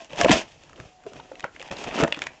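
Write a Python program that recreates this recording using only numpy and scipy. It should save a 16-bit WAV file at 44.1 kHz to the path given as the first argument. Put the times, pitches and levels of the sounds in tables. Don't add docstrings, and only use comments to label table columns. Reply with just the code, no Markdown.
import sys
import numpy as np
from scipy import signal
from scipy.fft import rfft, irfft, next_fast_len
from scipy.io import wavfile
from scipy.ndimage import map_coordinates

SR = 44100
rng = np.random.default_rng(int(sys.argv[2]) if len(sys.argv) > 2 else 0)


def output_pcm(signal):
    pcm = np.clip(np.atleast_2d(signal).T, -1, 1) * 32767
    wavfile.write(sys.argv[1], SR, np.round(pcm).astype(np.int16))


N = 105840


def amp(db):
    return 10 ** (np.asarray(db) / 20)


def unit(x):
    return x / np.sqrt(np.mean(x ** 2) + 1e-20)


def noise():
    return rng.standard_normal(N)


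def along(points, hz):
    f, v = np.transpose(points)
    return np.interp(np.log(hz + 1), np.log(f + 1), v)


def coloured(x, points):
    m = 2 ** 13
    shape_db = np.maximum(along(points, np.fft.rfftfreq(m, 1 / SR)), -80)
    cepstrum = irfft(np.log(amp(shape_db)), m)
    cepstrum[1:m // 2] *= 2
    cepstrum[m // 2 + 1:] = 0
    impulse = irfft(np.exp(rfft(cepstrum)), m)
    return unit(signal.fftconvolve(x, impulse)[:N])


def wobble(rate):
    knots = rng.standard_normal(int(N * rate / SR) + 4)
    return map_coordinates(knots, [np.arange(N) * rate / SR])


def clicks(rate, spread_db):
    struck = rng.random(N) < rate / SR
    sign = np.sign(rng.standard_normal(N))
    size = np.minimum(rng.exponential(size=N), 3)
    return unit(struck * sign * amp(spread_db * size))


def rings(rows, rise_s, voice):
    out, t = np.zeros(N + SR), np.arange(SR // 4) / SR
    rise = 1 - np.exp(-t / rise_s)
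    for start_s, level_db, hz, t60, *more in rows:
        out[round(start_s * SR):][:len(t)] += amp(level_db) * rise * voice(t, hz, t60, *more)
    return out[:N]


# time in seconds, level of the fibre crackle in dB
# before its trim, of the panel's drumming in dB, of the low rumble in dB, mean treble boost in dB.
PULL_PHASES = [
    [(0.0, -38, -57, -84, -2), (0.016, -48, -49.5, -77, 7.5), (0.088, -57.5, -70, -88, 3.5),
     (0.098, -50, -46.5, -79, 1.5), (0.12, -42.5, -48.5, -54, 2), (0.166, -39, -50, -63, 1),
     (0.19, -24.5, -34.5, -42, 5)],
    [(0.195, -23.5, -34.5, -42.5, -2), (0.213, -22, -19.5, -52, 12.5), (0.229, -28, -28.5, -43.5, 7),
     (0.249, -24.5, -41, -30.5, 3.5), (0.263, -40, -18, -41, 6), (0.3, -10, -43, -41, -10.5)],
    [(0.305, -29.5, -52, -49, 8.5), (0.317, -10.5, -58, -34.5, 3.5), (0.341, -25, -19.5, -32, 10.5),
     (0.413, -35.5, -44, -74, 8.5), (0.441, -47, -49, -53, 0.5), (0.5, -56, -63, -66, 5)],
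    [(0.52, -62.5, -69, -56.5, 15.5), (0.596, -64.5, -64, -63, 12.5), (0.628, -59, -59, -62, 10.5),
     (0.75, -54.5, -61.5, -58.5, -2), (0.796, -52.5, -42.5, -57, 7), (0.858, -58.5, -53.5, -49, 10),
     (0.96, -69.5, -76, -99, 9), (1.046, -50, -59, -91.5, -18.5), (1.05, -71.5, -50.5, -94, -5)],
    [(1.07, -47, -49, -49.5, 1), (1.102, -63, -53, -77, 14.5), (1.166, -46, -47.5, -45.5, 2),
     (1.244, -53.5, -57, -68, 4.5), (1.43, -58.5, -50.5, -74, 6.5), (1.44, -31.5, -45, -58, -37),
     (1.508, -68.5, -63.5, -67, 10.5), (1.624, -45, -50, -61, 5.5), (1.69, -40.5, -61, -63, -5)],
    [(1.705, -61, -51, -66, -15.5), (1.711, -32.5, -36.5, -42, 1.5), (1.751, -38, -42.5, -51, 1.5),
     (1.789, -37.5, -45, -60, 7.5), (1.885, -32, -35.5, -45, -2.5), (1.903, -36.5, -58, -56, -2),
     (1.913, -33, -39, -50, -5.5), (1.94, -33, -33, -55, 2.5)],
    [(1.95, -30, -36.5, -59, 2.5), (1.986, -24, -31.5, -63, -3), (2.026, -25.5, -26.5, -34, 3),
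     (2.04, -14.5, -15.5, -22, -21), (2.062, -52, -40.5, -61, -3.5), (2.078, -29, -38, -58, -3),
     (2.1, -52, -52, -64, 5)],
    [(2.11, -58, -43, -58, 19), (2.12, -41, -54, -61, -11), (2.208, -47.5, -46.5, -58, 3),
     (2.22, -30, -50, -57, 1), (2.256, -42, -44, -54.5, -9.5), (2.27, -35.5, -52, -64, 2.5),
     (2.282, -49.5, -53, -52, -6.5), (2.34, -51.5, -61.5, -88, 1.5), (2.4, -53, -63, -81, -4)],
]
# frequency in Hz, relative level in dB.
FIBRE_COLOUR = [(410, -21.5), (700, -2), (778, -3.5), (1020, -6.5), (1260, -18), (1770, -11), (2190, -13.5),
                (2640, -9), (2910, -12), (3270, -13), (3950, -22), (5710, -20), (7200, -22.5), (8710, -31),
                (11300, -67.5), (19200, -120)]
PANEL_COLOUR = [(59, -36.5), (100, -39.5), (166, -6.5), (210, -4.5), (268, -1.5), (322, -1), (355, -2.5),
                (661, -2), (777, -25), (1300, -10.5), (1690, -25), (2860, -120)]
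RUMBLE_COLOUR = [(18, -49.5), (30, -2.5), (102, -3), (160, -1), (210, -27.5), (350, -120)]
FIBRES_PER_S, FIBRE_SPREAD_DB, RASP_SHARE = 2000, 12, 0.25
KICKS_PER_S, KICK_SPREAD_DB = 300, 5
CRACKLE_TRIM_DB, TREBLE_FROM_HZ = -4.5, 3800


def tearing():
    time_s, *columns = np.transpose(np.vstack(PULL_PHASES))
    t = np.arange(N) / SR
    crackle_db, drum_db, rumble_db, bright_db = [np.interp(t, time_s, c) for c in columns]

    parting = np.sqrt(1 - RASP_SHARE) * clicks(FIBRES_PER_S, FIBRE_SPREAD_DB)
    rasp = np.sqrt(RASP_SHARE) * noise()
    rip = coloured(parting + rasp, FIBRE_COLOUR)

    fizz = 0.47 * rip + 0.68 * coloured(noise(), FIBRE_COLOUR)
    split = signal.butter(2, TREBLE_FROM_HZ, fs=SR, output="sos")
    treble = fizz - signal.sosfilt(split, fizz)
    crackle = signal.sosfilt(split, rip) + amp(bright_db + 2.4 * wobble(60)) * treble

    kicks = clicks(KICKS_PER_S, KICK_SPREAD_DB) + 0.54 * noise()
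    drum = coloured(kicks, PANEL_COLOUR)
    rumble = coloured(noise(), RUMBLE_COLOUR)

    crackle *= amp(crackle_db + CRACKLE_TRIM_DB + 0.64 * wobble(120))
    drum *= amp(drum_db + 1.2 * wobble(50))
    return crackle + drum + amp(rumble_db) * rumble


# frequency in Hz, relative level in dB.
HUSH_COLOUR = [(15, -22.5), (25, 0.5), (472, -8.5), (699, -3.5), (1030, -12), (2750, -19), (6330, -18.5),
               (7340, -17), (8710, -40), (11300, -72), (19200, -120)]
HUSH_RMS_DB = -60.5


def hush():
    return amp(HUSH_RMS_DB) * coloured(noise(), HUSH_COLOUR)


# start in seconds, level in dB, pitch in Hz, t60 in seconds.
PANEL_THUDS = [(0.003, -36, 661, 0.13), (0.13, -28, 547, 0.06), (0.152, -32, 592, 0.075),
               (0.211, -15, 688, 0.14), (0.245, -0.5, 539, 0.03), (0.253, -6.5, 639, 0.035),
               (0.295, -4.5, 295.5, 0.081), (0.309, -4.5, 194, 0.048), (0.326, -9.5, 653.3, 0.064),
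               (0.783, -36.5, 500, 0.032), (0.799, -44.5, 287, 0.12), (0.825, -39, 150, 0.06),
               (0.85, -43.5, 740, 0.065), (1.065, -23.5, 411, 0.064), (1.151, -51, 575, 0.12),
               (1.198, -23.5, 913, 0.02), (1.316, -21, 538, 0.025), (1.442, -20, 776, 0.02),
               (1.449, -16, 562, 0.02), (1.603, -32.5, 526, 0.054), (1.71, -30, 555, 0.13),
               (1.867, -33, 630, 0.08), (1.965, -30, 404, 0.027), (1.997, -21, 274, 0.13),
               (2.024, -8.5, 449, 0.035), (2.03, -4.5, 345, 0.02), (2.038, -14, 594, 0.05),
               (2.077, -20, 930, 0.021), (2.123, -17.5, 562, 0.021), (2.172, -27, 303, 0.048),
               (2.222, -37.5, 730, 0.04)]
THUD_RISE_S = 0.0019
OVERTONE, OVERTONE_DB = 1.6, -10.5


def thuds():
    def voice(t, hz, t60):
        lower = np.sin(2 * np.pi * hz * t)
        upper = np.sin(2 * np.pi * OVERTONE * hz * t + 2 * np.pi * rng.random())
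        return amp(-60 * t / t60) * (lower + amp(OVERTONE_DB) * upper)
    return rings(PANEL_THUDS, THUD_RISE_S, voice)


# start in seconds, level in dB, pitch in Hz, t60 in seconds,
# gain of the crack and click in dB.
FLUTE_SNAPS = [(0.0458, -34, 2900, 0.0072, 6), (0.0966, -40, 2980, 0.012, 2.5),
               (0.106, -32, 2610, 0.0092, -11), (0.1318, -32, 2660, 0.02, -1.5),
               (0.1603, -28.5, 2630, 0.0077, 1.5), (0.2123, -8, 1740, 0.014, 0),
               (0.235, -16.5, 2830, 0.01, -7), (0.246, -10, 2640, 0.017, -1),
               (0.2823, -25, 2730, 0.018, -6), (0.295, -12, 3270, 0.0099, -7),
               (0.3074, -14, 1824, 0.042, -2), (0.3156, -0.5, 1680, 0.0047, 7.5),
               (0.3264, -9.5, 2504, 0.0054, 8), (0.635, -48, 2740, 0.022, 9.5),
               (0.694, -44.5, 1243, 0.037, 1.5), (0.731, -38, 1220, 0.015, -1),
               (0.7594, -46, 2990, 0.022, -4), (0.778, -39.5, 1460, 0.009, 1),
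               (0.8005, -26, 1800, 0.0081, -6.5), (1.037, -45.5, 1430, 0.016, 2.5),
               (1.065, -43, 1610, 0.016, 4), (1.134, -35.5, 1460, 0.013, 6),
               (1.1659, -35.5, 2460, 0.012, -5), (1.2002, -39.5, 3080, 0.019, -24),
               (1.3185, -34.5, 1520, 0.011, -6.5), (1.3547, -31.5, 2630, 0.01, -7),
               (1.3958, -35.5, 2310, 0.018, 5.5), (1.4055, -31, 2400, 0.012, 6),
               (1.4267, -38.5, 3065, 0.014, -2), (1.4423, -11, 1444, 0.011, -25),
               (1.5494, -44, 1940, 0.012, 2), (1.5627, -28.5, 1970, 0.012, -9),
               (1.5966, -31.5, 3220, 0.01, 3), (1.604, -34, 2530, 0.018, -10),
               (1.6152, -26, 2650, 0.012, -17), (1.6262, -31.5, 1915, 0.014, 6.5),
               (1.6783, -34, 2400, 0.0076, 2), (1.697, -36.5, 2490, 0.016, -13),
               (1.713, -23.5, 2480, 0.016, -0.5), (1.768, -30, 3810, 0.014, -16),
               (1.8399, -29, 1390, 0.025, 3.5), (1.8716, -31, 2574, 0.036, -12),
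               (1.8821, -33, 2760, 0.017, -12), (1.911, -25, 2570, 0.014, -14),
               (1.944, -25, 1354, 0.016, -9), (1.9644, -26.5, 3150, 0.016, -4),
               (1.9885, -18, 1380, 0.014, -2), (1.9991, -20.5, 3170, 0.012, -3),
               (2.008, -18.5, 1494, 0.017, 0), (2.0158, -14, 1327, 0.0083, 0.5),
               (2.0366, -13, 1367, 0.014, 2.5), (2.0464, -13, 1776, 0.007, -18.5),
               (2.0796, -17.5, 1966, 0.0047, -6), (2.1238, -8.5, 2818, 0.014, -10.5),
               (2.1454, -18, 2446, 0.0088, -7), (2.1654, -27, 1890, 0.0068, 0),
               (2.1725, -29.5, 1270, 0.019, -9), (2.1908, -22, 1680, 0.0091, -0.5),
               (2.2193, -9.5, 2516, 0.0089, -6), (2.2281, -36, 1760, 0.022, 3),
               (2.2389, -29.5, 2470, 0.0047, 8.5), (2.2687, -15.5, 1924, 0.011, -6)]
# frequency in Hz, relative level in dB.
CRACK_COLOUR = [(300, -33.5), (1000, -2.5), (3300, -1), (4500, -6.5), (7500, -4), (9000, -27.5)]
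SNAP_RISE_S, CRACK_RISE_S = 0.00058, 0.00083
TICK_DB, SIDE_DB, CLICK_DB = 2.0, -1.5, -2
SIDE_MODES = 0.745, 1.254
SIDE_LIFE, CRACK_LIFE = 0.65, 0.53


def snaps():
    fibre = coloured(noise(), CRACK_COLOUR)
    click = coloured(np.eye(1, N)[0], CRACK_COLOUR)[:SR // 4]
    click = np.roll(click, 30) / click.max()

    def voice(t, hz, t60, crack_db):
        drift = 0.63 * np.cumsum(rng.standard_normal(len(t))) * np.sqrt(hz / SR)
        main = amp(TICK_DB - 60 * t / t60) * np.sin(2 * np.pi * hz * t + drift)
        sides = sum(np.sin(2 * np.pi * k * hz * t + drift) for k in SIDE_MODES)
        sides = sides * amp(SIDE_DB - 60 * t / (SIDE_LIFE * t60))
        crack = fibre[rng.integers(N - len(t)):][:len(t)]
        crack = crack * amp(-60 * t / (CRACK_LIFE * t60)) * (1 - np.exp(-t / CRACK_RISE_S))
        return main + sides + amp(crack_db) * (crack + amp(CLICK_DB) * click)
    return rings(FLUTE_SNAPS, SNAP_RISE_S, voice)


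# start in seconds, level in dB, pitch in Hz, t60 in seconds.
SHEET_BOOMS = [(.135, -33, 150, 0.064), (.246, -20, 160, 0.065), (.300, -15.5, 163.4, 0.062),
               (.800, -29.5, 111, 0.056), (1.155, -47.5, 150, .06), (1.713, -22.5, 203, 0.029),
               (1.868, -28, 164, 0.081), (1.955, -23, 232, 0.054), (2.026, -19, 131, 0.046)]
BOOM_RISE_S = 0.0026


def booms():
    def voice(t, hz, t60):
        return amp(-60 * t / t60) * np.sin(2 * np.pi * hz * t)
    return rings(SHEET_BOOMS, BOOM_RISE_S, voice)


TONE_HZ, TONE_RMS_DB = 737, -60
TONE_START_S, TONE_END_S, TONE_FADE_S = 0.88, 1.46, 0.042
TONE_WAVER = 0.15


def tone():
    t = np.arange(N) / SR
    gate = np.clip(np.minimum(t - TONE_START_S, TONE_END_S - t) / TONE_FADE_S, 0, 1)
    sine = np.sqrt(2) * np.sin(2 * np.pi * TONE_HZ * t + TONE_WAVER * wobble(12.2))
    return sine * gate * amp(TONE_RMS_DB + wobble(9.9))


# frequency in Hz, t60 in seconds.
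ROOM_DECAY = [(150, 0.21), (1500, .25), (8000, .15)]
ROOM_DB, ROOM_BLOCK_S = -14, 0.1


def room(x):
    out, step = np.zeros(N + 2 * SR), int(ROOM_BLOCK_S * SR)
    for i in range(0, N, step):
        hz, t, z = signal.stft(rng.standard_normal(SR // 3), SR, nperseg=256)
        decay = amp(-60 * t / along(ROOM_DECAY, hz)[:, None])
        tail = signal.istft(z * decay, SR, nperseg=256)[1]
        wet = signal.fftconvolve(x[i:i + step], tail / np.linalg.norm(tail))
        out[i + 200:][:len(wet)] += wet
    return out[:N]


def scene():
    hits = snaps() + thuds() + booms()
    box = tearing() + hits
    echo = amp(ROOM_DB) * room(box)
    background = tone() + hush()
    return (box + echo + background)[None]


CLIP_AT, CLIP_KNEE = 0.66, 5
ROLLOFF_HZ, TOP_HZ = 7600, 8860


def record(dry):
    m = next_fast_len(N + SR)
    hz = np.fft.rfftfreq(m, 1 / SR)
    held = dry / (1 + np.abs(dry / CLIP_AT) ** CLIP_KNEE) ** (1 / CLIP_KNEE)
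    response = (hz < TOP_HZ) / np.sqrt(1 + (hz / ROLLOFF_HZ) ** 24)
    return irfft(rfft(held, m) * response, m)[..., :N]


dry = scene()
out = record(dry)
output_pcm(out)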